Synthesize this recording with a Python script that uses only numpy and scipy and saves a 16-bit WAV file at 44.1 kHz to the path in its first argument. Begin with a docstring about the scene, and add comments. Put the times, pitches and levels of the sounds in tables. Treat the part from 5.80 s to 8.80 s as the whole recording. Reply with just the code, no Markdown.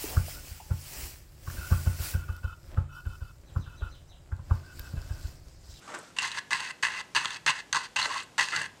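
"""One soft wet wipe, then eight short scratchy strokes: a toothbrush scrubs paint in a plastic palette.
In each stroke the bristles bite, drag and lift; their stick-slip friction is a dense train of tiny
clicks, and bent tufts snap free on the way. These forces excite the resonances of the palette.
Wet paint squelches, pops and fizzes, and the palette bumps the table once, in a small quiet room."""
import sys
import numpy as np
from scipy import signal
from scipy.fft import rfft, irfft
from scipy.io import wavfile

SR = 44100
rng = np.random.default_rng(int(sys.argv[2]) if len(sys.argv) > 2 else 0)


def inscribe(sig):
    """Save sig as 16-bit PCM at rate SR to the path in sys.argv[1].

    A 1-D sig is mono; a 2-D sig holds one channel per row.
    Samples are clipped to [-1, 1] before scaling.
    """
    pcm = np.round(np.clip(np.atleast_2d(sig).T, -1, 1) * 32767)
    wavfile.write(sys.argv[1], SR, pcm.astype(np.int16))


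N = 132300


def undb(db):
    """Amplitude ratio of a level in decibels."""
    return 10 ** (np.asarray(db) / 20)


def unit(x):
    """Normalisation to an rms of 1."""
    return x / np.sqrt(np.mean(x ** 2))


def scatter(count):
    """Gaussian variation, limited to two standard deviations."""
    return np.clip(rng.standard_normal(count), -2, 2)


def clock():
    """Time axis of one event, in seconds."""
    return np.arange(SR // 2) / SR


def gate(t, attack_s, length_s, release_s):
    """Envelope with linear attack, hold and exponential decay."""
    return np.minimum(t / attack_s, 1) * np.exp(-np.maximum(t - length_s, 0) / release_s)


def add(out, start_s, x):
    """Superposition of x on out, from start_s."""
    i = max(int(start_s * SR), 0)
    out[i:i + len(x)] += x[:max(len(out) - i, 0)]


def freqs():
    """Frequency axis of the responses, in Hz."""
    return np.maximum(np.fft.rfftfreq(4096, 1 / SR), 1)


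def outline(points):
    """Spectral envelope in dB, interpolated over log frequency."""
    hz, db = np.array(points, float).T
    return np.interp(np.log(freqs()), np.log(hz), db)


def peak(hz, width_hz, lift_db):
    """One resonance: a Lorentzian curve in dB."""
    return lift_db / (1 + (2 * (freqs() - hz) / width_hz) ** 2)


def tilt(bass_db, treble_db, bass_hz=1460, treble_hz=3230):
    """Spectral tilt in dB from a low and a high shelf."""
    f = freqs()
    return bass_db / (1 + (f / bass_hz) ** 8) + treble_db / (1 + (treble_hz / f) ** 8)


def ring(x, response_db):
    """Source and filter: x drives a minimum-phase response scaled to unit energy."""
    cepstrum = irfft(np.log(undb(response_db)))
    half = len(cepstrum) // 2
    cepstrum[1:half] *= 2  # folding the cepstrum makes the filter causal
    cepstrum[half + 1:] = 0
    impulse = irfft(np.exp(rfft(cepstrum)))[:half]
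    return signal.oaconvolve(x, impulse / np.linalg.norm(impulse))[:len(x)]


def flicker(x, changes_per_s=112.2, depth_db=2):
    """Amplitude modulation, band by band: the colour wavers as the bristles in contact change."""
    # bands that waver independently: centre_hz
    centres = [900, 1400, 2100, 3200, 4800, 7200, 10500]
    spectrum = rfft(x)
    log_f = np.log(np.maximum(np.fft.rfftfreq(len(x), 1 / SR), 1))
    steps, out = np.arange(len(x)) * changes_per_s / SR, 0
    for share in np.eye(len(centres)):
        waver = np.interp(steps, np.arange(1024), scatter(1024))
        band = irfft(spectrum * np.interp(log_f, np.log(centres), share), len(x))
        out = out + band * undb(depth_db * waver)
    return out


def stick_slip(t, slips_per_s, spread_db=3, catches_per_s=320, catch_db=2):
    """Stick-slip friction: tiny random impulses swell and fade as the bristles catch and let go."""
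    sizes = undb(spread_db * scatter(len(t))) * np.sign(rng.standard_normal(len(t)))
    catch = np.interp(t * catches_per_s, np.arange(len(t)), scatter(len(t)))
    slips = rng.random(len(t)) < slips_per_s / SR
    return unit(flicker(slips * sizes * undb(catch_db * catch)))


def wet_paint():
    """Wet friction squelches through one broad resonance; bursting bubbles give brief noise pulses."""
    # smears of paint: start_s, rise_s, length_s, fall_s, level_db, centre_hz, lift_db, treble_db
    wipes = [(0.010, 0.0086, .270, 0.028, -53.5, 1370, 9, 5.5),
             (0.073, 0.0066, 0.095, 0.025, -44.5, 1170, 5, -4.5),
             (0.138, 0.0052, 0.013, 0.0074, -37.5, 1520, 8, 0),
             (0.082, 0.018, 0.11, 0.013, -50.5, 400, 7, -13), (2.254, 0.0046, 0.031, .016, -41, 557, 4, 3),
             (2.295, 0.0046, 0.029, 0.0061, -35, 1030, 31, -11),
             (2.339, 0.0093, 0.023, 0.0085, -31, 1090, 30, -6),
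             (2.723, .006, 0.035, 0.0055, -36.5, 1350, 16, -9),
             (2.736, 0.0099, 0.086, 0.022, -47, 480, 2.5, -8)]
    # spectral envelope of wet friction: frequency_hz, gain_db
    wet_spectrum = [(60, -29), (170, -9), (280, -4), (1400, -2), (2500, -9.5), (5000, -13.5), (8000, -11.5),
                    (10000, -26), (14000, -40)]
    # bursting bubbles: start_s, level_db, centre_hz, width_hz
    pops = [(0.1877, -40.5, 8500, 5500), (0.229, -43.5, 595, 1100), (0.473, -38, 7950, 4000),
            (2.432, -42.5, 7740, 3000), (2.819, -38, 7960, 3970)]
    out, t = np.zeros(N), clock()
    for start_s, rise_s, length_s, fall_s, db, hz, lift_db, treble_db in wipes:
        force = undb(db) * gate(t, rise_s, length_s, fall_s) * stick_slip(t, slips_per_s=8000)
        colour = outline(wet_spectrum) + tilt(0, treble_db) + peak(hz, width_hz=420, lift_db=lift_db)
        add(out, start_s, ring(force, colour))
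    pop_decay_s = 0.0033
    for start_s, db, hz, width_hz in pops:
        burst = undb(db) * np.exp(-t / pop_decay_s) * rng.standard_normal(len(t))
        add(out, start_s, ring(burst, peak(hz, width_hz, lift_db=30)))
    return out


def palette(bass_db, treble_db, squeak_hz, squeak_db):
    """Modal response in dB, tilted by where the brush presses, with the squeak of bent bristles."""
    # spectral envelope of the plastic body: frequency_hz, gain_db
    body_spectrum = [(35, -28), (130, -16), (330, -20.5), (500, -20), (700, -16.5), (900, -1), (1350, -4.5),
                     (2050, 2), (2300, -9), (2900, -6.5), (4600, -4), (5300, -13), (8500, -14),
                     (10000, -27), (15000, -44)]
    # resonances and one notch: centre_hz, width_hz, lift_db
    modes = [(1014, 40, 1.5), (1044, 49, 6), (1095, 16, 1.5), (1290, 15, 0.5), (1518, 40, 5.5),
             (1681, 94, 7), (1966, 105, 1.5), (2040, 160, 2.5), (2575, 92, 9.5), (2724, 188, 8.5),
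             (2894, 180, 4.5), (4300, 100, -4.5), (4550, 95, 2.5), (6355, 510, 6.5)]
    body = outline(body_spectrum) + sum(peak(*mode) for mode in modes)
    return body + tilt(bass_db, treble_db) + peak(squeak_hz, width_hz=530, lift_db=squeak_db)


def scrubbing(slips_per_s=7000):
    """Impact and friction force the palette to vibrate: the tips land, bite hard, then drag lightly."""
    # hard first scrapes: start_s, length_s, level_db, bass_db, treble_db, squeak_hz, squeak_db
    bites = [(0.365, 0.033, -40.5, 0, -1, 2770, 6), (0.387, 0.029, -35, -3, -3, 2800, 7.5),
             (0.420, 0.027, -31, 4, 0, 2830, 0), (0.45, 0.031, -34, 4, 2.5, 2780, -1),
             (0.707, 0.043, -28.5, 4.5, 2, 1810, 5.5), (1.026, 0.024, -28, 2, 1.5, 1920, 4.5),
             (1.3489, 0.027, -25, 2, 0.5, 2050, 1.5), (1.663, 0.041, -24, 1.5, -1.5, 1680, -2),
             (1.929, 0.005, -27, 5.5, 6.5, 1495, 9.5), (1.946, 0.021, -26.5, 6, 0.5, 1250, 4.5),
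             (2.160, 0.045, -28.5, 5.5, 2.5, 2970, 7.5), (2.214, 0.044, -31, 6.5, 2.5, 4100, 7.5),
             (2.5803, 0.043, -25, 4, 2.5, 1720, 5.5)]
    # drags: start_s, length_s, first_db, mid_db, last_db, bass_db, treble_db, squeak_hz, squeak_db
    drags = [(0.481, 0.1113, -44, -40, -34.5, -0.5, 0.5, 1890, 2),
             (0.750, 0.16, -35, -36, -39.5, -0.5, 0, 1720, 1.5),
             (1.053, 0.16, -32.5, -39.5, -35, 0.5, -1, 1840, 1.5),
             (1.381, .190, -33.5, -40, -39, 1, 1.5, 1830, 1),
             (1.708, 0.1, -42.5, -40.5, -38.5, 3.5, 4, 1880, 7.5),
             (1.968, 0.099, -36.5, -41.5, -42, 2.5, 4, 1390, 1.5),
             (2.288, 0.0776, -36.5, -33, -33.5, 3, 1.5, 1710, 4.5),
             (2.366, 0.074, -32.5, -38.5, -49.5, -1.5, 1, 2680, 0.5),
             (2.625, 0.087, -29, -43.5, -38, 9, 10.5, 2780, 4),
             (2.716, .147, -32.5, -32, -38.5, -1.5, 0, 1700, 6.5)]
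    tick_lift_db, tick_decay_s, tick_treble_db = 2, 0.0033, 7  # the bright tick of landing
    out, t = np.zeros(N), clock()
    for start_s, length_s, db, bass_db, treble_db, squeak_hz, squeak_db in bites:
        tick = undb(db + tick_lift_db) * np.exp(-t / tick_decay_s) * rng.standard_normal(len(t))
        add(out, start_s, ring(tick, palette(bass_db, tick_treble_db, squeak_hz, 0)))
        contact = gate(t, attack_s=0.0019, length_s=length_s, release_s=0.0096)
        force = undb(db) * contact * stick_slip(t, slips_per_s)
        add(out, start_s, ring(force, palette(bass_db, treble_db, squeak_hz, squeak_db)))
    for start_s, length_s, first_db, mid_db, last_db, *colour in drags:
        pressure = undb(np.interp(t / length_s, [0, .5, 1], [first_db, mid_db, last_db]))
        contact = gate(t, attack_s=0.0038, length_s=length_s, release_s=0.0029)
        force = pressure * contact * stick_slip(t, slips_per_s)
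        add(out, start_s, ring(force, palette(*colour)))
    return out


def fizz(brush, bursts_per_s=90, spread_db=4, relative_db=-19, top_hz=9600):
    """Bursting paint films ring as damped oscillators; their level follows the rms of the brush."""
    # resonances of the bursts: centre_hz, width_hz
    resonances = [(4400, 540), (6300, 1200), (7800, 450), (9000, 3600)]
    mean_square = signal.oaconvolve(brush ** 2, np.ones(300) / 300)[:N]
    effort, out = np.sqrt(np.abs(mean_square)), 0
    for hz, width_hz in resonances:
        bursts = (rng.random(N) < bursts_per_s / SR) * undb(spread_db * scatter(N))
        pole = np.exp((2j * hz - width_hz) * np.pi / SR)
        out = out + unit(signal.lfilter([1], [1, -pole], bursts).imag)
    out = signal.sosfilt(signal.butter(4, top_hz, fs=SR, output="sos"), out)
    return undb(relative_db) * effort * unit(out)


def palette_decay(brush):
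    """Free vibration: the palette's middle range rings on faintly after the brush lifts."""
    middle = signal.butter(2, [1550, 3000], "bandpass", fs=SR, output="sos")
    return undb(-16) * signal.sosfilt(middle, reverberation(brush, t60_s=0.23, delay_s=0, top_hz=8000))


def tuft_snaps(rise_s=0.00089, decay_s=0.0016):
    """Elastic release: a bent tuft springs free and strikes the plastic within a few milliseconds."""
    # tufts letting go: start_s, level_db, treble_db, squeak_hz, squeak_db
    snaps = [(0.3855, -15, 5.5, 2920, 23.5), (0.4286, -24.5, 7, 2800, -2), (0.479, -33, 4, 4200, 6),
             (0.5160, -28.5, 3, 4100, 11), (0.573, -30, 2, 2700, 7), (0.585, -26.5, -2, 1680, 14),
             (0.7306, -16, 2.5, 2800, 0), (0.803, -27, 3, 2700, -3), (1.0332, -15, 0, 1900, 11.5),
             (1.0438, -20.5, -5, 2000, 7), (1.0494, -15, 1, 1880, 14), (1.084, -25, -9, 2000, -1),
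             (1.363, -13.5, 3, 2690, 13), (1.379, -24, -12, 1900, 0), (1.4472, -22, 5.5, 1280, 14.5),
             (1.4557, -18.5, -6, 1100, 2), (1.5055, -28, 4, 3500, 19), (1.691, -35, -13, 2600, 9),
             (1.9272, -17.5, 10.5, 6100, 10), (1.957, -18, 2, 1100, 8), (2.1639, -18, -2, 2850, 12),
             (2.2168, -21, -4, 4170, 25), (2.227, -18.5, 1, 4310, 20), (2.2563, -19.5, -17, 1550, 10),
             (2.5948, -11.5, -2, 1700, 16), (2.606, -17.5, -4, 1700, 7), (2.6852, -24.5, 3.5, 2650, 3),
             (2.7623, -18.5, 10, 2900, 6.5)]
    out, t = np.zeros(N), clock()
    force = gate(t, rise_s, rise_s, decay_s)
    for start_s, db, treble_db, squeak_hz, squeak_db in snaps:
        snap = ring(force * rng.standard_normal(len(t)), palette(0, treble_db, squeak_hz, squeak_db))
        add(out, start_s, undb(db) * snap * np.linalg.norm(force) / np.linalg.norm(snap))
    return out


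def table_bump(start_s=2.760, level_db=-48, decay_s=0.069):
    """Damped impact: the palette rocks against the table, which answers with a dull rumble."""
    # spectral envelope of the table: frequency_hz, gain_db
    table_spectrum = [(30, -26), (55, -15), (85, 1), (135, -1), (250, -9), (400, -18), (900, -39),
                      (4000, -68)]
    out, t = np.zeros(N), clock()
    force = undb(level_db) * np.exp(-t / decay_s) * rng.standard_normal(len(t))
    add(out, start_s, ring(force, outline(table_spectrum)))
    return out


def reverberation(x, t60_s, delay_s, top_hz, low_hz=260):
    """Diffuse reflections decay exponentially and lose some bass and treble."""
    t = clock()
    tail = rng.standard_normal(len(t)) * np.exp(-np.log(1000) * t / t60_s) * (t > delay_s)
    band = signal.butter(1, [low_hz, top_hz], "bandpass", fs=SR, output="sos")
    return signal.oaconvolve(x, signal.sosfilt(band, tail / np.linalg.norm(tail)))[:N]


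def scene():
    """Superposition of direct sound, reflections from table and walls, and the hush of the room."""
    # spectral envelope of the room's background noise: frequency_hz, gain_db
    hush_spectrum = [(15, -40), (25, -12), (115, -0.5), (427, -6), (543, -6.5), (691, -8.5), (1030, -8.5),
                     (1120, -11), (2370, -14), (3440, -14.5), (3830, -17), (7480, -19), (15000, -37)]
    brush = scrubbing() + tuft_snaps()
    direct = brush + fizz(brush) + palette_decay(brush) + wet_paint() + table_bump()
    early = undb(-14) * reverberation(direct, t60_s=0.048, delay_s=0.0036, top_hz=8050)
    walls = undb(-12) * reverberation(direct, t60_s=0.29, delay_s=0.0078, top_hz=4200)
    hush = undb(-56) * ring(rng.standard_normal(N), outline(hush_spectrum))
    return (direct + early + walls + hush)[None]


def record(dry):
    """Band limiting: a steep low-pass filter removes the highest treble."""
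    top_hz = 15200
    return signal.sosfilt(signal.ellip(10, .2, 80, top_hz, fs=SR, output="sos"), dry)


dry = scene()
out = record(dry)
inscribe(out)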